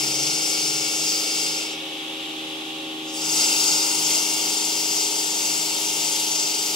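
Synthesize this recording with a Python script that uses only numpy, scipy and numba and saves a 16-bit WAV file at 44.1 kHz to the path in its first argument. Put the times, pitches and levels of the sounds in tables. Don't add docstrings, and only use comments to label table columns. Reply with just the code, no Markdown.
import sys
import numpy as np
from scipy import signal
from scipy.fft import rfft, irfft
from scipy.io import wavfile
from scipy.ndimage import uniform_filter1d
from numba import njit

SR = 44100
rng = np.random.default_rng(int(sys.argv[2]) if len(sys.argv) > 2 else 0)


def unload_wav(signal):
    wavfile.write(
        sys.argv[1],
        SR,
        np.round(np.clip(np.atleast_2d(signal).T, -1, 1) * 32767).astype(np.int16),
    )


N = 297675
T = np.arange(N) / SR
HZ = np.arange(N // 2 + 1) * SR / N
SIDE = np.array([[.5], [-.5]])
TURN_HZ, SAG_HZ_PER_S = 25.805, .0037

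# pitch_hz, left_minus_right_db, left_lead_rad
PORTS = [(100, 3, -.1), (500, -1, -.3), (900, -1.5, -.6), (1100, -3.5, .4), (1290, -5, 1.5),
         (1420, -7, 3.1), (1640, 0, 2.8), (1900, 6, 2.1), (2070, 6.5, 1.5), (2250, 3, .2), (2750, 1.5, -.9),
         (3800, -2, -.6), (4300, -2, .5), (5500, 4, .9), (6500, 5, 1.5), (8500, 5, 1.5), (9800, 7, 1),
         (11400, 12, 1), (12300, 7, 1.2), (13000, 1, 3), (14000, 0, 4.2), (15000, 0, 5.2), (15800, 1, 4.2)]
# meets_stone_s, leaves_stone_s, scrape_db (once the fresh edge has eased), repeating_share (0-1)
PASSES = [(-1.8, 1.767, -26.5, 0.22), (3, 9, -25, 0.15)]


def undb(db):
    return 10 ** (np.asarray(db) / 20)


def unit(x):
    return x / np.sqrt(np.mean(x ** 2))


def across(table, column):
    rows = np.array(table, float)
    return np.interp(np.log(HZ + 1), np.log(rows[:, 0]), rows[:, column])


def walk(rate):
    hold = int(SR / rate)
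    steps = np.repeat(rng.standard_normal(N // hold + 1), hold)
    return 1.34 * uniform_filter1d(uniform_filter1d(steps, hold), hold)[:N]


def by_pass(first, second):
    return np.where(T < PASSES[1][0], first, second)


def tone(phase, db, pan_db, lead, waver_db):
    wave = np.sin(phase + rng.uniform(0, 2 * np.pi) + SIDE * lead)
    level = undb(db + waver_db * walk(6))
    return np.sqrt(2) * level * wave * undb(SIDE * pan_db)


def heard(x, wide_hz):
    t60_s, alike_below_hz, wet_db = 0.11, 1180, -14
    tail = rng.standard_normal((3, N)) * 10 ** (-3 * T / t60_s)
    tail = rfft(tail / np.sqrt(np.sum(tail[0] ** 2)), axis=1)
    alike = np.exp(-(HZ / alike_below_hz) ** 2)
    echo = np.sqrt(alike) * tail[0] + np.sqrt(1 - alike) * tail[1:]

    parts = rfft(x, axis=1)
    shared = 1 / (1 + (HZ / wide_hz) ** 1.23)
    near = np.sqrt(shared) * parts[0] + np.sqrt(1 - shared) * parts[1:]
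    port_gain = undb(SIDE * across(PORTS, column=1))
    port_timing = np.exp(1j * SIDE * across(PORTS, column=2))
    room = (1 + undb(wet_db) * echo) / np.hypot(1, undb(wet_db))
    return irfft(near * port_gain * port_timing * room, N)


def force_db():
    enter_s, enter_power, leave_s, leave_power = 0.42, 1.4, 0.3, 0.6
    bite_db, settle_s = 4.5, 1.0
    gain = 1e-4
    for meets, leaves, db, _ in PASSES:
        sinking_in = np.clip((T - meets) / enter_s, 0, 1) ** enter_power
        running_out = np.clip((leaves - T) / leave_s, 0, 1) ** leave_power
        bite = bite_db * np.exp(-np.maximum(T - meets - enter_s, 0) / settle_s)
        gain = gain + sinking_in * running_out * undb(db + bite)
    return 20 * np.log10(gain)


def load(force):
    full_load_db, average_s = -28, .1
    return uniform_filter1d(np.minimum(undb(force - full_load_db), 1), int(average_s * SR))


@njit
def recur(fresh, lag, keep):
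    y = fresh.copy()
    for i in range(len(y)):
        p = i - lag[i]
        if p >= 0:
            j = int(np.round(p))
            y[i] = keep * y[j] + np.sqrt(1 - keep * keep) * fresh[i]
    return y


def patchy(x, flicker_db, rate, chatter_db):
    parts = rfft(x, axis=1)
    place = np.clip(3 * np.log2((HZ + 1) / 1500), 0, 10)
    out = 0
    for k in range(11):
        band = irfft(parts * np.maximum(1 - abs(place - k), 0), N, axis=1)
        out = out + undb(flicker_db * walk(rate) + chatter_db * walk(28.05)) * band
    return out


def scrape(rate, turns, force):
    # (per Hz, relative)
    scrape_colour = [(60, -91), (140, -12.5), (400, -15.5), (580, -18), (660, -7), (900, -20),
                     (1010, -21.5), (1300, -13), (1700, -19), (2700, -9), (3900, -8), (4900, 0),
                     (7000, -0.5), (9500, -9), (13000, -12), (15800, -9.5)]
    # pitch_hz, first_pass_db, fresh_edge_db, late_second_pass_db
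    disc_modes = [(826, 5, 11, 3), (860, 8, 12, 3), (1375, 5, 10, 1), (1480, 5, 10, 3), (2045, 4, 7, 4),
                  (2153, 8, 8, 11), (2239, 9, 3, 3), (2497, 9, 10, 7), (2605, 6, 3, 3), (2735, 5, 10, 1),
                  (2777, 9, 14, 8), (3230, 5, 5, 5), (3350, 6, 6, 6), (3725, 5, 9, 8), (4306, 8, 2, 3),
                  (4349, 4, 5, 5), (4651, 8, 7, 6), (4780, 8.5, 7, 3.5), (4870, 8, 7, 6), (4950, 6, 8, 0),
                  (5017, 6, 5, 5), (5124, 5, 9, 2), (5210, 9, 0, 2), (5383, 8, 4, 4), (5450, -10, -8, -5),
                  (5530, 4, 8, 5), (5610, 9, 9, 5), (5720, -10, -8, -4), (5878, 8, 7, 4), (6210, 4, 7, 8),
                  (6300, -12, -6, -6), (6373, 0, 5, 5), (6470, 4, 8, 0), (6570, -6, -10, -12),
                  (6632, 8, 9, 0), (6847, 7, 9, 5.5), (7175, 5, 6, 12), (7240, 7, 6, 8), (7364, 8, 7, 5),
                  (7530, 5, 4, 6), (7687, 12, 7, 12), (7880, 6, 8, 5), (7988, 4, 10, 2), (8118, 9, 4, 5.5),
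                  (8311, 5, 6, 7), (8460, -10, -8, -6), (8591, 10, 11, 10), (8871, 9, 6, 6),
                  (9173, 9, 5, 9), (9625, 7, 10, 8), (9790, -12, -10, -8), (9880, -15, -15, -12),
                  (10012, 7, 3, 7), (10508, 7, 4, 8), (10745, 5, 6, 5), (11089, 6, 3, 5), (11735, 5, 7, 7),
                  (12037, 6, 6, 5), (12338, 6, 6, 5)]
    disc_width_hz, ring_waver_db = 45, 1.2
    edge_worn_s, edge_blend_s = 4.1, .3
    ragged_db, ragged_below_db, light_hiss = 2.5, -28, .7

    share = by_pass(PASSES[0][3], PASSES[1][3])
    once = recur(rng.standard_normal(N), SR / rate, 0.894)
    twice = recur(rng.standard_normal(N), 2 * SR / rate, 0.94)
    pattern = irfft(rfft(once + 0.53 * twice) / np.hypot(1, (HZ / 8000) ** 3), N)
    grit = np.sqrt(share) * unit(pattern) + np.sqrt(1 - share) * rng.standard_normal((3, N))
    press = 1 + 0.074 * np.cos(2 * np.pi * turns)
    grit = rfft(grit * press * undb(0.5 * walk(11)), axis=1)
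    grit = grit * undb(across(scrape_colour, column=1))

    light = np.clip((ragged_below_db - force) / 5, 0, 1)
    out = irfft(grit, N, axis=1) * (1 - (1 - light_hiss) * light)
    modes = np.array(disc_modes, float)
    shape = 1 / (1 + (2 * (HZ - modes[:, :1]) / disc_width_hz) ** 2) ** 1.5
    worn = np.clip(.5 + (T - edge_worn_s) / edge_blend_s, 0, 1)
    for k in range(2):
        extra_power = (undb(modes[k::2, 1:].T) ** 2 - 1) @ shape[k::2]
        rings = np.sqrt(np.maximum(1 + extra_power, .05)) - 1
        first, edge, late = (irfft(grit * ring, N, axis=1) for ring in rings)
        ringing = by_pass(first, edge + worn * (late - edge))
        out = out + undb(ring_waver_db * walk(14)) * ringing
    out = patchy(out, flicker_db=1.13, rate=13, chatter_db=ragged_db * light)
    return heard(unit(out) * undb(force), wide_hz=5700)


def singing(turns, force):
    # turn_multiple, first_pass_db (rms), second_pass_db (rms)
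    turn_tones = [(6, -53, -57), (8, -55, -58), (15, -58, -58), (16, -48, -47), (17, -48, -56),
                  (20, -51, -55), (24, -57, -58), (29, -57, -55), (32, -55, -51), (33, -55, -62),
                  (34, -59, -49), (35, -59, -54), (36, -54, -52), (37, -67, -50), (49, -57, -58),
                  (53, -54, -57), (54, -52, -58), (52, -57, -60), (55, -58, -59), (87, -47, -59),
                  (101, -52, -61), (107, -44.5, -53), (108, -58, -44), (110, -54, -54), (116, -56, -51),
                  (125, -55, -52), (155, -62, -54), (169, -50, -52), (178, -71, -45), (189, -48, -51),
                  (195, -46, -47), (208, -45, -51), (210, -47, -51), (218, -43, -53), (230, -48, -65)]
    grip_db, grip_slope, grip_top_db, grip_lost_db = -26.5, 0.38, 4, 5
    ring_on_s = 0.046
    scatter_db, scatter_rad = 3, 0.5

    over = force - grip_db
    push = undb(np.minimum(grip_slope * over, grip_top_db) + np.minimum(over + grip_lost_db, 0))
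    keep = np.exp(-1 / (ring_on_s * SR))
    grip = 20 * np.log10(signal.lfilter([1 - keep], [1, -keep], push, zi=[push[0]])[0])
    port_db, port_lead = across(PORTS, column=1), across(PORTS, column=2)
    out = 0
    for k, first_db, second_db in turn_tones:
        bin_at = int(k * TURN_HZ * N / SR)
        scatter = min(k / 40, 1)
        pan_db = port_db[bin_at] + scatter * scatter_db * rng.standard_normal()
        lead = port_lead[bin_at] + scatter * scatter_rad * rng.standard_normal()
        phase = 2 * np.pi * k * turns + 0.0041 * k * walk(16)
        out = out + tone(phase, by_pass(first_db, second_db) + grip, pan_db, lead, waver_db=1.5 + k / 120)
    return out


def drive(work):
    # free_pitch_hz, level_db (rms), left_minus_right_db
    drive_tones = [(157.56, -57.5, 3), (236.3, -58, 2), (262.1, -60, 1), (289.2, -52, 2), (315.1, -40, 2),
                   (340.9, -61, 1), (365.6, -60, 1), (393.9, -47.5, -1), (472.7, -60, 1), (548.4, -53, -1),
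                   (551.45, -56, -1), (715.6, -60, 0), (787.8, -48, -1), (866.2, -56, -2), (1102, -56, -2),
                   (1181.2, -60, -6)]
    # time_s, change_db
    hum_swell = [(0, 1.5), (1.3, -1), (2.2, 0), (3.0, 2), (3.8, 2), (4.3, 0), (6.75, -2.5)]
    motor_slip = (.0009, .0016)
    clock = np.cumsum(1 - by_pass(*motor_slip) * work) / SR
    hum = sum(tone(2 * np.pi * hz * clock, db, pan_db, -hz / 1700, waver_db=.4)
              for hz, db, pan_db in drive_tones)
    return hum * undb(np.interp(T, *np.transpose(hum_swell)))


def low_tone():
    # start_s, level_db (rms)
    low_swells = [(-.05, -44.5), (.55, -51)]
    pitch_hz, rise_s, hold_s, fall_db_per_s = 138, 0.076, 0.3, 90
    swell = 0
    for start, db in low_swells:
        rise = np.clip((T - start) / rise_s, 0, 1)
        fall_db = fall_db_per_s * np.maximum(T - start - hold_s, 0)
        swell = swell + rise * undb(db - fall_db)
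    return swell * tone(2 * np.pi * pitch_hz * T, 0, 3.2, 0, waver_db=0.0)


def spray(work):
    # (per Hz, relative)
    spray_colour = [(40, -40), (62, -35), (85, -26), (180, -12.5), (300, -11), (430, -10.5), (600, -12),
                    (850, -7.5), (1000, -14.5), (1550, -12.5), (2200, -11.5), (2750, -0.5), (3300, 1.5),
                    (3750, -2), (4200, -10.5), (6000, -15.5), (9000, -21.5), (13000, -27.5), (15800, -28)]
    spray_db, spray_load_db = -33.5, 0.52
    rumble_load_db, rumble_below_hz = 1.5, 660
    parts = rfft(rng.standard_normal((3, N)), axis=1) * undb(across(spray_colour, column=1))
    whole = irfft(parts, N, axis=1)
    rumble = irfft(parts / (1 + (HZ / rumble_below_hz) ** 4), N, axis=1)
    hiss = whole - rumble
    both = hiss * undb(spray_load_db * work) + rumble * undb(rumble_load_db * work)
    flow = undb(spray_db + 0.82 * walk(1.58))
    return heard(both / np.std(whole) * flow, wide_hz=2830)


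def ring_out():
    # pitch_hz, level_db (rms at the top of the swell), t60_s (time to fall 60 dB)
    free_modes = [(540, -50, 3.5), (2244, -46, 2.5), (2572, -46, 1.5), (4745, -49, .8), (5877, -47.5, .7)]
    start_s, rise_s = 1.4, 0.36
    since = np.maximum(T - start_s, 0)
    rise = np.minimum(since / rise_s, 1)
    fading = np.maximum(since - rise_s, 0)
    return sum(rise * tone(2 * np.pi * hz * T, db - 60 * fading / t60, 0, 0, waver_db=1.0)
               for hz, db, t60 in free_modes)


def scene():
    rate = TURN_HZ - SAG_HZ_PER_S * T
    turns = np.cumsum(rate) / SR
    force = force_db()
    work = load(force)
    cutting = scrape(rate, turns, force) + singing(turns, force)
    machine = drive(work) + low_tone()
    return cutting + machine + spray(work) + ring_out()


def record(dry):
    return signal.sosfilt(signal.ellip(16, .3, 70, 15750, fs=SR, output="sos"), dry)


dry = scene()
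out = record(dry)
unload_wav(out)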